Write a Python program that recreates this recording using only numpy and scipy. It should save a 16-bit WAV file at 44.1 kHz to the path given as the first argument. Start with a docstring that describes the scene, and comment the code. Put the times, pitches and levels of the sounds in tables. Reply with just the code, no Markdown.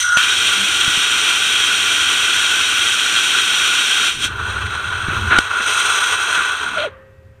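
"""A small rocket engine fires on an outdoor test stand. Cold gas whistles through the chamber and
squeals at the injector, lights with a pop, and burns as a hard, steady hiss shaped by the chamber's
resonances. After cut-off, spilled fuel billows in the open while purge gas blows through the chamber,
where unburnt fuel flares and pops. Last, the purge valve honks like a reed as it closes, the stand
rings out in its natural modes and a lazy flame flutters on."""
import sys
import numpy as np
from scipy import signal
from scipy.fft import rfft, irfft
from scipy.io import wavfile

SR = 44100
rng = np.random.default_rng(int(sys.argv[2]) if len(sys.argv) > 2 else 0)


def to_wav(s):
    """Save 16-bit WAV."""
    ch = np.atleast_2d(s).T  # columns
    pcm = np.round(np.clip(ch, -1, 1) * 32767)  # PCM
    wavfile.write(sys.argv[1], SR, pcm.astype(np.int16))


N = 326340
TIME = np.arange(N) / SR
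FREQS = np.maximum(np.arange(N // 2 + 1) * SR / N, 1)
IGNITION_S, PURGE_S, SHUT_S = 0.169, 4.26, 6.88


def from_db(db):
    """Amplitude ratio of a level in decibels."""
    return 10 ** (np.asarray(db) / 20)


def unit_power(x):
    """Normalisation to a mean square of one."""
    return x / np.sqrt(np.mean(x ** 2) + 1e-20)


def since(start):
    """Seconds elapsed since a moment, zero before it."""
    return np.maximum(TIME - start, 0)


def curve(rows):
    """Linear interpolation of (time, value) rows at every sample."""
    return np.interp(TIME, *np.transpose(rows))


def envelope(start, rise, end, t60):
    """Quadratic rise to one, a hold until the end, then exponential decay; all times in seconds."""
    attack = np.minimum(since(start) / rise, 1) ** 2
    return attack * from_db(-60 * np.minimum(since(end) / t60, 3))


def drift(corner_hz):
    """Random fluctuation: low-pass noise of unit power."""
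    return unit_power(irfft(rfft(rng.standard_normal(N)) / (1 + (FREQS / corner_hz) ** 2), N))


def turbulence(spectrum, resonances=()):
    """Source and filter: unit-power noise with a broad spectrum, lifted at each resonance."""
    hz, db = np.transpose(spectrum)
    shape_db = np.interp(np.log(FREQS), np.log(hz), db)
    for centre_hz, width_hz, lift_db in resonances:
        shape_db += lift_db / (1 + (2 * (FREQS - centre_hz) / width_hz) ** 2)
    return unit_power(irfft(rfft(rng.standard_normal(N)) * from_db(shape_db), N))


def split(x, edges_hz):
    """Division into adjoining frequency bands, each of unit power."""
    spectrum, band = rfft(x), np.searchsorted(edges_hz, FREQS)
    return [unit_power(irfft(spectrum * (band == k), N)) for k in range(len(edges_hz) + 1)]


def flow_tone(hz, jitter, shimmer_db, overtones_db=()):
    """Self-sustained oscillation in a flow, randomly modulated in frequency and amplitude."""
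    phase = 2 * np.pi * np.cumsum(hz * (1 + jitter * drift(120))) / SR
    overtones = sum(from_db(db) * np.sin(k * phase) for k, db in enumerate(overtones_db, 2))
    return np.sqrt(2) * (np.sin(phase) + overtones) * from_db(shimmer_db * drift(130))


# Spectrum of quiet outdoor air. Each row: frequency in Hz, relative level in dB.
AIR_SPECTRUM = [(100, -3.5), (420, 1.5), (780, -5.5), (1500, -3), (2500, -9.5), (4500, -21.5), (8700, -26),
                (9800, -38.5), (15000, -61.5)]

def outdoors(rumble_db=-48, swell_db=1.5, air_db=-58):
    """Ambient noise: a wavering low rumble and faint air lie under everything."""
    rumble = turbulence([(20, -28.5), (50, -17.5), (70, 2), (105, 1),
                         (150, -15), (205, -18.5), (260, -42.5), (800, -52)])
    rumble *= from_db(rumble_db + swell_db * drift(4.07))
    return rumble + from_db(air_db) * turbulence(AIR_SPECTRUM)


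# Spectrum of the cold gas. Each row: frequency in Hz, relative level in dB.
COLD_SPECTRUM = [(150, -19.5), (400, -3), (530, -5.5), (740, -2.5), (950, 1.5), (2200, -4.5), (3900, -24.5),
                 (4500, -21.5), (5400, -32), (9000, -25.5), (11000, -32.5), (15000, -40.5)]
# Resonances of the cold chamber. Each row: centre in Hz, width in Hz, lift in dB.
COLD_RESONANCES = [(1452, 340, 22), (2631, 184, 12.5), (3294, 830, 24), (3855, 240, 18), (4156, 170, 15.5),
                   (5940, 1300, 23), (6850, 770, 8), (8600, 1240, 19), (12250, 1300, 10)]
# Narrow resonances of the stand. Each row: centre in Hz, width in Hz, lift in dB.
STAND_RESONANCES = [(194, 24, 6), (437, 29, 7), (973, 26, 5), (1027.5, 16, 10.5), (1160, 53, 8.5),
                    (1730, 13, -1), (1926, 7.5, 9.5), (2388, 100, 6.5)]

def cold_gas(sputter_db=1.13, sputter_hz=45, waver_db=1.0):
    """Forced resonance: sputtering unlit gas excites chamber and stand, heard in three bands."""
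    gas = turbulence(COLD_SPECTRUM, COLD_RESONANCES + STAND_RESONANCES)
    whistle, hiss, top = split(gas, [1900, 4700])
    whistle *= from_db(waver_db * drift(25))
    return np.array([whistle, hiss, top]) * from_db(sputter_db * drift(sputter_hz))


def priming(whistle_db=-27, hiss_db=-27, top_db=-32, rush_db=9, rush_t60=0.3, spit_db=1.5):
    """Starting transient: gas rushes into the empty chamber, then spits unevenly until it lights."""
    whistle, hiss, top = cold_gas()
    rush = from_db(rush_db * from_db(-60 * since(0.018) / rush_t60))
    top *= from_db(top_db + spit_db * drift(50))
    gas = whistle * from_db(whistle_db) + rush * (hiss * from_db(hiss_db) + top)
    thin = signal.sosfilt(signal.butter(3, 1200, "high", fs=SR, output="sos"), gas)
    hollow = signal.lfilter(*signal.iirnotch(2500, Q=3.4, fs=SR), thin)
    return hollow * envelope(0, rise=0.001, end=IGNITION_S, t60=0.012)


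def chamber_note(first_hz=1545, locked_hz=1420, lock_s=0.05, level_db=-13.5, growth_db_per_s=55):
    """Lock-in: the gas tone sinks on to the chamber's lowest resonance and grows until ignition."""
    hz = locked_hz + (first_hz - locked_hz) * np.exp(-TIME / lock_s)
    gain = from_db(level_db - growth_db_per_s * np.maximum(IGNITION_S - TIME, 0))
    note = flow_tone(hz, jitter=0.028, shimmer_db=3, overtones_db=[-28])
    return note * gain * envelope(0, rise=0.045, end=IGNITION_S, t60=0.01)


# Injector squeals. Each row: start and end in seconds, initial pitch in Hz, initial level in dB.
INJECTOR_SQUEALS = [(0, .095, 6200, -20.5), (.138, .17, 6200, -23.5)]

def squeals(sag_hz_per_s=5200, fade_db_per_s=85):
    """Flow-induced oscillation at the injector as pressure comes up; each squeal sags and fades."""
    out = np.zeros(N)
    for start, end, hz, db in INJECTOR_SQUEALS:
        age = np.minimum(since(start), end - start)
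        tone = flow_tone(hz - sag_hz_per_s * age, jitter=0.018, shimmer_db=3.5)
        out += tone * from_db(db - fade_db_per_s * age) * envelope(start, 0.0077, end, t60=0.04)
    return out


# Spectrum of the hot jet. Each row: frequency in Hz, relative level in dB.
JET_SPECTRUM = [(40, -31.5), (150, -17.5), (330, -5), (530, -13), (900, -7), (2200, 0), (3500, -.5),
                (4800, -12.5), (8000, -15), (11000, -17.5), (15000, -26)]
# Resonances of the hot chamber. Each row: centre in Hz, width in Hz, lift in dB.
HOT_RESONANCES = [(1456, 380, 20.5), (2642, 424, 9), (3231, 450, 14), (3775, 157, 12), (4236, 290, 8),
                  (5865, 1010, 16.5), (6980, 510, 8.5), (8565, 1700, 16), (12900, 750, 5.4)]
# The main burn and a spurt at cut-off. Each row: start, rise, end and 60 dB decay time in seconds.
BURN_SPANS = [(.166, .008, 4.083, 0.48), (4.165, 0.079, 4.255, 0.093)]

def burn(roar_db=-37.5, whistle_db=-22, hiss_db=-16, lag_db=-11, build_s=0.073,
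         overshoot_db=10, settle_s=0.057, waver_db=0.8, flutter_db=0.58):
    """Jet noise drives the chamber resonances, and uneven combustion modulates its amplitude."""
    age = since(IGNITION_S)
    jet = turbulence(JET_SPECTRUM, HOT_RESONANCES + STAND_RESONANCES)
    roar, whistle, hiss = split(jet, [900, 1900])
    roar *= from_db(roar_db + lag_db * np.exp(-age / build_s))
    whistle *= from_db(whistle_db + overshoot_db * np.exp(-age / settle_s) + waver_db * drift(6.6))
    throttle = sum(envelope(*span) for span in BURN_SPANS)
    flutter = from_db(flutter_db * drift(28))
    return (roar + whistle + hiss * from_db(hiss_db)) * throttle * flutter


# The pop at ignition, then a later pop of unburnt fuel in the chamber. Each row: start in seconds, body level
# in dB, length in seconds, level of the high crack in dB relative to the body.
COMBUSTION_POPS = [(.170, -8.5, .0035, -5.5), (5.385, -4.5, .005, -5)]

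def pops(rise_s=0.00047, t60=0.007):
    """Impulsive combustion: the mixture goes off at once in milliseconds of violent pressure."""
    spectrum = [(40, -27), (330, 5), (700, -3.5), (1400, -4.5),
                (3200, 5.5), (4800, -9.5), (8000, -7.5), (15000, -36)]
    body, crack = split(turbulence(spectrum, resonances=[(1446, 120, 26)]), [1900])
    out = np.zeros(N)
    for start, db, length, crack_db in COMBUSTION_POPS:
        blast = body + from_db(crack_db) * crack
        out += blast * from_db(db) * envelope(start, rise_s, start + length, t60)
    return out


def hoot(peak_s=0.61, half_width_s=0.041, hz=197, level_db=-31):
    """Gaussian tone burst: a brief low hoot while the burn settles."""
    swell = np.exp(-((TIME - peak_s) / half_width_s) ** 2)
    return from_db(level_db) * swell * np.sin(2 * np.pi * hz * TIME)


# Blasts of air on the microphone. Each row: start in seconds, nominal level in dB, period in seconds.
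AIR_BLASTS = [(0.879, -18, 0.0067), (0.975, -25.5, 0.0062), (5.085, -13.5, 0.0067), (5.382, -21, 0.023)]

def buffets():
    """Heavily damped oscillation: each blast is one swing of pressure and a weaker rebound."""
    out = np.zeros(N)
    for start, db, period in AIR_BLASTS:
        cycles = since(start) / period
        out += from_db(db) * 2 * np.sin(2 * np.pi * cycles) * np.exp(-2.4 * cycles)
    return out


# Spilled fuel catches as the jet dies, and again later. Each row: start and end in seconds, level in dB.
FUEL_CATCHES = [(4.066, 4.24, -33.5), (6.55, 6.828, -43)]

def whooshes(rise_s=0.12, t60=0.2):
    """Unconfined ignition: fuel catches in the open air with a soft, low rush."""
    rush = turbulence([(60, -7), (150, -4), (320, -2), (480, -24), (1500, -50)])
    return rush * sum(from_db(db) * envelope(start, rise_s, end, t60) for start, end, db in FUEL_CATCHES)


# Spectrum of open flame. 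Each row: frequency in Hz, relative level in dB.
FLAME_SPECTRUM = [(20, -13.5), (50, -10), (72, 5), (100, 3.5), (135, -10), (170, -20), (205, -9.5),
                  (250, -23), (420, -14.5), (800, -51)]
# Fireballs after cut-off, then a lazy last flame. Each row: start and end in seconds, level in dB.
FLAME_SPANS = [(4.164, 4.7, -29.5), (4.684, 5.03, -33.5), (4.99, 5.277, -24), (6.7, 7.4, -47.5)]

def open_flames(rise_s=0.14, t60=0.55, lick_db=-0.5):
    """Combustion noise: spilled fuel burns in the open, rumbling and licking."""
    size = sum(from_db(db) * envelope(start, rise_s, end, t60) for start, end, db in FLAME_SPANS)
    return turbulence(FLAME_SPECTRUM) * size * from_db(lick_db * drift(13.9))


# Purge flow while it only seeps. Each row: time in seconds, hiss level in dB.
SEEP_FLOW = [(4.32, -35.5), (4.476, -30), (4.644, -30.5), (5.27, -29)]
# Purge flow as it opens fully and runs down. 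Each row: time in seconds, hiss level in dB.
VENT_FLOW = [(5.41, -25.5), (5.496, -29.5), (5.704, -20), (6.146, -21.5), (6.164, -24), (6.308, -22.5),
             (6.566, -26.5), (6.7, -30.5)]

def purge(full_flow_db=-21, whistle_db=-18, whistle_slope=0.6, top_db=-26.5, top_slope=1.55,
          spit_db=7, choke_s=6.82, choke_t60=0.73):
    """Turbulent flow noise: the purge gas grows louder and brighter as more of it flows."""
    whistle, hiss, top = cold_gas()
    flow_db = curve(SEEP_FLOW + VENT_FLOW)
    relative_db = flow_db - full_flow_db
    whistle *= from_db(whistle_db + whistle_slope * relative_db)
    # The closing valve spits once and chokes the top band first.
    hiss *= from_db(flow_db + spit_db * envelope(6.75, rise=0.04, end=6.835, t60=0.046))
    top *= from_db(top_db + top_slope * relative_db - 60 * since(choke_s) / choke_t60)
    return (whistle + hiss + top) * envelope(PURGE_S, rise=0.02, end=6.852, t60=0.14)


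# Unburnt fuel flares in the chamber. Each row: start and end in seconds, level in dB.
CHAMBER_FLARES = [(5.073, 5.136, -22), (5.302, 5.337, -10), (5.336, 5.376, -13), (5.53, 5.562, -24.5),
                  (5.594, 5.608, -16), (6.363, 6.412, -20.5)]

def flares(rise_s=0.008, t60=0.064):
    """Confined combustion: rough burns excite mostly the chamber's lowest resonance."""
    spectrum = [(60, -11), (350, -0.5), (750, -8), (1100, 1),
                (2600, -1), (3900, -7), (4700, -31.5), (15000, -52)]
    bursts = sum(from_db(db) * envelope(start, rise_s, end, t60) for start, end, db in CHAMBER_FLARES)
    return turbulence(spectrum, resonances=[(1446, 290, 18.8)]) * bursts


# Pitch of the closing valve. Each row: time in seconds, frequency in Hz.
VALVE_PITCH = [(6.765, 668), (6.805, 580), (6.835, 661.8), (6.859, 609), (6.877, 430), (6.88, 410)]

def valve_honk(level_db=-23.5):
    """Reed oscillation: the closing valve flutters in the flow, giving a rough harmonic tone."""
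    reed = flow_tone(curve(VALVE_PITCH), jitter=0.032, shimmer_db=2.6, overtones_db=[-13, -17, -15, -16])
    return reed * from_db(level_db) * envelope(6.75, rise=0.025, end=6.874, t60=0.05)


# Natural modes of the stand. Each row: frequency in Hz, level in dB, 60 dB decay time in seconds.
STAND_MODES = [(212, -59, 2.3), (409, -55.5, 4), (531, -38.5, 1.4), (1570, -57, 2.4), (1790, -54, 1.2),
               (1900, -56, 3.5), (2634, -61, 2.2)]
# Spectrum of the echo from the field. Each row: frequency in Hz, relative level in dB.
ECHO_SPECTRUM = [(150, -20), (300, -12), (550, 4), (780, -9.5), (1200, 6), (1900, -3), (3000, -11),
                 (5000, -36), (12000, -50)]

def ring_out(echo_db=-40, echo_t60=0.69, waver_db=-2.5):
    """Free decay: when the gas stops, the metal's modes ring on and the echo fades over the field."""
    age = since(SHUT_S)
    metal = np.zeros(N)
    for hz, db, t60 in STAND_MODES:
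        gain = from_db(db - 60 * age / t60 + waver_db * drift(5.5))
        metal += gain * np.sin(2 * np.pi * hz * age)
    echo = turbulence(ECHO_SPECTRUM) * from_db(echo_db - 60 * age / echo_t60)
    return metal + echo * (TIME > SHUT_S)


def scene():
    """Superposition: engine, flames, valve and outdoor air add in one channel."""
    start_up = priming() + chamber_note() + squeals()
    firing = burn() + pops() + hoot() + buffets()
    afterburn = whooshes() + open_flames() + flares()
    shut_down = purge() + valve_honk() + ring_out()
    return (start_up + firing + afterburn + shut_down + outdoors())[None]


def record(dry, cutoff_hz=15250):
    """Saturation rounds off the loud pops, and a steep low-pass filter removes the highest treble."""
    saturated = dry / (1 + dry ** 8) ** (1 / 8)
    return signal.sosfilt(signal.ellip(10, 0.1, 80, cutoff_hz, fs=SR, output="sos"), saturated)


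dry = scene()
out = record(dry)
to_wav(out)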